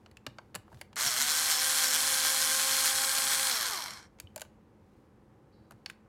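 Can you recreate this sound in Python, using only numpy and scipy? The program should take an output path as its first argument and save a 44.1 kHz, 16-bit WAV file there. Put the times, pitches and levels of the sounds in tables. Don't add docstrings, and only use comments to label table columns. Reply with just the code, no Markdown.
import sys
import numpy as np
from scipy import signal
from scipy.fft import rfft, irfft, next_fast_len
from scipy.io import wavfile
from scipy.ndimage import uniform_filter1d, map_coordinates

SR = 44100
rng = np.random.default_rng(int(sys.argv[2]) if len(sys.argv) > 2 else 0)


def file_out(sig):
    cols = np.atleast_2d(sig).T
    lim = np.clip(cols, -1, 1)
    pcm = np.round(lim * 32767).astype(np.int16)
    wavfile.write(sys.argv[1], SR, pcm)


N = 268128
TIME = np.arange(N) / SR
ON_S, OFF_S, REST_S = .964, 3.49, 4.1
FULL_HZ, SPIN_UP_S, COAST_S = 268.3, .035, .78


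def screwdriver():
    speed_hz, tight, loose, free = shaft()
    running = np.clip((TIME - ON_S) / .002, 0, 1) * np.clip((REST_S - TIME) / .03, 0, 1)
    turns = np.cumsum(running * speed_hz * (1 + .0005 * wobble(18))) / SR
    tones = drive_tones(turns, speed_hz, tight, loose) + cogging(turns, speed_hz, tight, free)
    tones += whine(turns, speed_hz, loose) + bit_squeak(speed_hz, free)
    chatter = gear_housing(tooth_force(turns, running, loose, free), free)
    return swell(chatter, running, gear_levels(turns, speed_hz, loose, free)) + running * tones


# (t/s, half width/s, speed lost/Hz)
BINDS = [(1.135, 0.047, 42.939), (1.203, 0.098, 21.222), (1.564, 0.058, 8.71), (1.905, 0.086, 6.165),
         (2.223, 0.099, 3.191), (2.512, 0.096, 2.98), (2.834, 0.109, 3.083)]

def shaft():
    drag_hz, ease_s = 8.0, .86
    driven_s, coasted_s = np.maximum(TIME - ON_S, 0), np.maximum(TIME - OFF_S, 0)
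    tight = np.exp(-driven_s / ease_s)
    loose = .5 + .5 * np.tanh((TIME - 2.95) / .1)
    speed_hz = FULL_HZ * (1 - np.exp(-driven_s / SPIN_UP_S)) - drag_hz * tight - humps(BINDS)
    slowed = np.minimum((1 - np.exp(-coasted_s / COAST_S)) / (1 - np.exp((OFF_S - REST_S) / COAST_S)), 1)
    free = np.clip(.06 + 1.45 * slowed, 0, 1)
    return np.maximum(speed_hz * (1 - slowed), 0), tight, loose, free


# (f/Hz, bandwidth/Hz, level/dB)
SLACK_MODES = [(3380, 350, -5), (4270, 800, -4)]

def tooth_force(turns, running, loose, free):
    planet_ratio = .589
    knock = impacts(turns * planet_ratio, scatter_db=1.5, jitter_s=.00006, t60=.0087, snap=.33)
    rattle = impacts(turns, scatter_db=6.5, jitter_s=.0002, t60=.012, snap=.15)
    knock = unit(filtered(knock, lambda hz: band(hz, 1500, 11000, order=1)))
    rattle = unit(filtered(rattle, lambda hz: band(hz, 2000, 8000, order=1) * peaks(SLACK_MODES, hz)))
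    sliding = amp(2.5) * rng.standard_normal(N)
    knock *= amp(-4.5 - 4.5 * loose + 9.8 * free + crunch_db())
    rattle *= amp(-7 + 4 * loose - 3 * free)
    return (sliding + knock + rattle) * running * amp(.6 * wobble(45))


def impacts(turns, scatter_db, jitter_s, t60, snap):
    onsets = np.flatnonzero(np.diff(np.floor(turns)))
    size, late = rng.standard_normal((len(onsets), 2)).T
    onsets = np.clip(onsets + late * jitter_s * SR, 0, N - 1).astype(int)
    blows = np.bincount(onsets, amp(scatter_db * np.minimum(size, 1.3)), N)
    decay = signal.lfilter([1], [1, -amp(-60 / (t60 * SR))], blows)
    spray = decay * rng.standard_normal(N)
    return unit(unit(spray) + snap * unit(blows))


# (t/s, boost/dB)
CRUNCHES = [(1.075, 1.5), (1.215, 3), (1.31, 1.5), (1.52, 2.5), (1.785, 1.5), (1.84, 2.5), (1.94, 2.5),
            (2.26, 2), (2.45, 1), (2.8, 1.5), (2.86, 3.3), (3.33, 2.3)]

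def crunch_db():
    return humps((s, .02, db) for s, db in CRUNCHES)


# (f/Hz, level/dB)
GEAR_SPECTRUM = [(100, -29.5), (250, -15), (420, -14.5), (600, -11.5), (900, -5), (1700, -2), (2750, -7.5),
                 (4500, -4), (6500, -1), (9000, -2), (11000, -6), (13000, -6.5), (16000, -18.5)]
# (f/Hz, bandwidth/Hz, level/dB)
HOUSING_MODES = [(1080, 270, -17), (1513, 290, -8), (2200, 290, -11), (3140, 210, -5.5), (3380, 100, -7.5),
                 (4202, 430, -9.5), (5364, 150, -14), (6250, 1000, -20), (7200, 250, -16.5),
                 (8200, 250, -18), (9900, 120, -19), (11350, 200, -7.5), (13200, 400, -15),
                 (13470, 400, -13), (14550, 350, -9.5)]
# (f/Hz, gain/dB)
COAST_SPECTRUM = [(300, -6.5), (700, 2), (1080, 2.5), (1500, -5), (3000, 4.5), (5000, 9.5), (7000, 1),
                  (10000, 5.5), (16000, 1)]

def gear_housing(force, free):
    loaded = filtered(force, lambda hz: amp(along(GEAR_SPECTRUM, hz)) * peaks(HOUSING_MODES, hz))
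    unloaded = filtered(loaded, lambda hz: amp(along(COAST_SPECTRUM, hz)) * peaks(HOUSING_MODES, hz)**.73)
    return (1 - free) * unit(loaded) + free * unit(unloaded)


# (level/dB, exponent of effort, change when loose/dB, change when coasting/dB, starting jolt/full effort)
GEAR_BANDS = [(-39, 1.2, -0.5, 6.7, 1.05), (-31, 1.58, -1.57, 6, 0.58), (-38, 2.35, -1.5, 10, 0.48)]

def gear_levels(turns, speed_hz, loose, free):
    strain, turns_per_swell = .3, 40.3
    starting = np.exp(-np.maximum(TIME - ON_S, 0) / SPIN_UP_S)
    effort = (speed_hz + strain * humps(BINDS)) / FULL_HZ
    load_db = .5 * np.cos(2 * np.pi * (turns / turns_per_swell - .1014)) + crunch_db()
    return [(effort + jolt * starting) ** power * amp(db + load_db + loose_db * loose + coast_db * free)
            for db, power, loose_db, coast_db, jolt in GEAR_BANDS]


def swell(sound, running, levels):
    hz = np.fft.rfftfreq(N, 1 / SR)
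    housing = 1 / (1 + (hz / 2350) ** 12)
    fizz = 1 - 1 / (1 + (hz / 9700) ** 16)
    smooth = lambda x: np.abs(uniform_filter1d(x, size=3600))
    out = np.zeros(N)
    for share, level in zip((housing, 1 - housing - fizz, fizz), levels):
        part = irfft(rfft(sound) * share, N)
        power = smooth(part ** 2) / (smooth(running) + 1e-6) + 1e-6 * np.mean(part ** 2)
        out += running * level * part / np.sqrt(power)
    return out


# (order, relative level/dB)
SHAFT_HARMONICS = [(1, -8.5), (2, -1), (4, 2), (13, -2), (16, 1.5), (19, 4), (21, 1.5), (27, -1), (33, 2),
                   (48, -4.5), (51, -6), (52, -6.5)]

def drive_tones(turns, speed_hz, tight, loose):
    harmonics = sum(amp(db) * tone(turns, order) for order, db in SHAFT_HARMONICS)
    return harmonics * amp(-49.8 - 9.5 * tight - 3.5 * loose) * (speed_hz / FULL_HZ) ** 3


# (order, relative level/dB)
COGGING_ORDERS = [(3, 0.65), (6, -1), (9, -1)]
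# (f/Hz, gain/dB)
SHELL_RESPONSE = [(150, -26.5), (300, -10), (480, -4.5), (800, -1.5), (1130, 4.5), (1400, 1), (1600, 2.5),
                  (2000, -4.5), (2500, -8.5)]

def cogging(turns, speed_hz, tight, free):
    knee_hz = 150
    hum = sum(amp(db + along(SHELL_RESPONSE, order * speed_hz)) * tone(turns, order)
              for order, db in COGGING_ORDERS)
    hum *= amp(-48.5 - 4 * tight) * np.tanh((speed_hz / knee_hz) ** 2)
    return hum * amp(2 * free * wobble(110))


# (order, resonance f/Hz, bandwidth/Hz, peak level/dB, change when loose/dB)
WHINE_ORDERS = [(1, 238, 14, -55.5, -5), (21, 5400, 150, -39, 0.5), (30, 8080, 450, -42.5, 1.8),
                (36, 9700, 650, -42, 1.3), (42, 11120, 190, -41.5, -5.5)]

def whine(turns, speed_hz, loose):
    release_s = .05
    current = np.exp(-np.maximum(TIME - OFF_S, 0) / release_s)
    out = np.zeros(N)
    for order, hz, width, db, loose_db in WHINE_ORDERS:
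        gain = amp(db + loose_db * loose) * resonance(order * speed_hz, hz, width)
        out += gain * tone(turns, order, flutter_db=.4)
    return current * out


# (t/s, half width/s, level/dB)
SQUEAKS = [(1.08, .02, -33.5), (3.55, 0.033, -40)]

def bit_squeak(speed_hz, free):
    squeaks = humps((s, width, amp(db)) for s, width, db in SQUEAKS)
    coast_ring = amp(-42.5) * free * speed_hz / FULL_HZ
    return (squeaks + coast_ring) * resonant_noise([(5560, 280, 0)])


# (t/s, knock level/dB, clack level/dB, tick level/dB)
CONTACTS = [(.061, -54, -53, -82), (.113, -64, -58.5, -66), (.170, -63, -50, -56),
            (.2654, -36.5, -33.5, -45), (.385, -41, -45, -72), (.545, -45, -46, -60.5),
            (.551, -42, -40.5, -35), (.5565, -38.5, -37, -38), (.679, -54, -73, -80),
            (.728, -52.5, -67, -67), (.745, -65, -57, -64.5), (.772, -66, -62, -82), (.8126, -46, -44, -44),
            (0.8172, -53, -52, -52), (.93, -54.5, -55, -66), (.9585, -55, -46.5, -39.5),
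            (4.187, -61, -59, -73), (4.2, -53, -43, -38), (4.3606, -46.5, -44.5, -35),
            (4.378, -47, -47, -45.5), (4.397, -55, -52, -49), (4.408, -59, -50, -45),
            (4.417, -41, -39, -38), (4.45, -57, -59, -69), (5.709, -47.5, -57, -53), (5.72, -57, -60, -61),
            (5.86, -47, -35.5, -50), (5.899, -54, -38, -49.5)]
# (f/Hz, bandwidth/Hz, level/dB)
CHASSIS_MODES = [(600, 110, -5.5), (890, 130, -3.5), (1100, 100, -16), (1620, 350, 1), (2430, 450, -3.5),
                 (2940, 520, -4.5), (4460, 660, -6), (7230, 1200, -9), (10700, 400, -10)]

def clicks():
    out, t = np.zeros(N + SR), np.arange(SR // 8) / SR
    bands = [(450, 1300, .032), (1500, 5600, .022), (6500, 12000, .016)]
    for s, *levels_db in CONTACTS:
        for db, (low_hz, high_hz, t60) in zip(levels_db, bands):
            chatter = rng.standard_normal(len(t)) * amp(-60 * t / t60)
            hit = filtered(chatter, lambda hz: band(hz, low_hz, high_hz) * peaks(CHASSIS_MODES, hz))
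            peak_rms = np.sqrt(uniform_filter1d(hit ** 2, size=128).max())
            out[round(s * SR):][:len(t)] += amp(db) * hit / peak_rms
    return out[:N]


# (t/s, f/Hz, level/dB)
BUMPS = [(.171, 2600, -41), (.267, 271, -40), (.277, 124, -41), (.554, 182, -40.5), (.575, 110, -43),
         (.718, 910, -45), (.74, 130, -42.5), (.762, 90, -44.5), (.814, 2120, -35), (1.064, 135, -39.5),
         (4.239, 91, -42), (4.272, 3030, -44), (4.364, 605, -35), (5.735, 109, -47.5), (5.861, 4500, -28.5),
         (5.901, 1080, -48)]

def bumps():
    out = np.zeros(N)
    for s, hz, db in BUMPS:
        age = np.maximum(TIME - s, 0)
        t60 = .125 * (100 / hz) ** .6
        attack = 1 - np.exp(-2 * hz * age)
        out += attack * amp(db - 60 * age / t60) * np.sin(2 * np.pi * hz * age)
    return out


# (f/Hz, bandwidth/Hz, relative level/dB)
PING_MODES = [(3960, 50, 0), (4500, 320, -8.5), (5125, 120, -14.5)]

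def bit_ping():
    start_s, attack_s, t60 = 5.522, .012, .64
    age = np.maximum(TIME - start_s, 0)
    return amp(-72 - 60 * age / t60) * np.minimum(age / attack_s, 1) * resonant_noise(PING_MODES)


# (t/s, half width/s, level/dB)
HISS_SWELLS = [(.02, .12, -81), (.42, .15, -82), (.77, 0.08, -70), (4.3, .2, -85), (4.95, .15, -83),
               (5.75, .08, -85), (5.9, .025, -65)]

def soft_hiss():
    grains = rng.standard_normal(N) * amp(2.2 * wobble(250))
    hiss = unit(filtered(grains, lambda hz: band(hz, 600, 4000, order=1)))
    return humps((s, width, amp(db)) for s, width, db in HISS_SWELLS) * hiss


# (f/Hz, relative level/dB)
AIR_SPECTRUM = [(24, -35), (40, -8.5), (104, -2), (176, -8.5), (215, -3), (249, -12.5), (337, -7.5),
                (382, -12.5), (529, -12), (680, -25), (751, -16.5), (2050, -31.5), (2380, -34.5),
                (3830, -41), (16000, -51)]
# (f/Hz, level/dB)
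FAN_TONES = [(214, -71), (320, -76.5)]

def air():
    noise = filtered(rng.standard_normal(N), lambda hz: amp(along(AIR_SPECTRUM, hz)) * band(hz, 39, 15000))
    fan = sum(amp(db) * unit(np.sin(2 * np.pi * hz * TIME + 1.2 * wobble(12))) for hz, db in FAN_TONES)
    return amp(-60) * unit(noise) + fan


# (f/Hz, T60/s)
ROOM_T60 = [(200, .35), (2000, 0.33), (12000, 0.17)]

def room(x):
    hz, t, spectra = signal.stft(rng.standard_normal(SR // 2), SR, nperseg=256)
    decay = amp(-60 * t / along(ROOM_T60, hz)[:, None])
    tail = signal.istft(spectra * decay, SR, nperseg=256)[1]
    response = np.pad(tail / np.linalg.norm(tail), (round(.004 * SR), 0))
    return signal.fftconvolve(x, response)[:N]


def amp(db):
    return 10 ** (np.asarray(db) / 20)


def unit(x):
    return x / np.sqrt(np.mean(x ** 2) + 1e-20)


def along(points, hz):
    freqs, values = np.transpose(points)
    return np.interp(np.log(hz + 1), np.log(freqs + 1), values)


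def wobble(rate):
    return map_coordinates(rng.standard_normal(int(N * rate / SR) + 4), [TIME * rate])


def humps(rows):
    return sum(height * np.exp(-((TIME - s) / width) ** 2) for s, width, height in rows)


def tone(turns, order, flutter_db=2):
    return unit(amp(flutter_db * wobble(30)) * np.sin(2 * np.pi * order * turns + .16 * wobble(20)))


def filtered(x, gain):
    size = 2 * next_fast_len(len(x) // 2 + 4096)
    magnitude = np.maximum(gain(np.fft.rfftfreq(size, 1 / SR)), 1e-6)
    cepstrum = irfft(np.log(magnitude))
    cepstrum[1:size // 2] *= 2
    cepstrum[size // 2 + 1:] = 0
    return irfft(rfft(x, size) * np.exp(rfft(cepstrum)))[:len(x)]


def band(hz, low_hz, high_hz, order=4):
    return ((1 + (low_hz / (hz + 1)) ** (2 * order)) * (1 + (hz / high_hz) ** (2 * order))) ** -.5


def resonance(hz, centre, width):
    return 1 / (1 + (2 * (hz - centre) / width) ** 2)


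def peaks(modes, hz):
    return 1 + sum(2 * amp(db) * resonance(hz, centre, width) for centre, width, db in modes)


def resonant_noise(modes):
    gain = lambda hz: sum(amp(db) * resonance(hz, centre, width) for centre, width, db in modes)
    return unit(filtered(rng.standard_normal(N), gain))


def scene():
    direct = screwdriver() + clicks() + bumps() + bit_ping() + soft_hiss()
    return (direct + room(amp(-17.5) * direct) + air())[None]


def record(dry):
    top_hz = 16200
    return irfft(rfft(dry) * (np.fft.rfftfreq(N, 1 / SR) < top_hz), N)


dry = scene()
out = record(dry)
file_out(out)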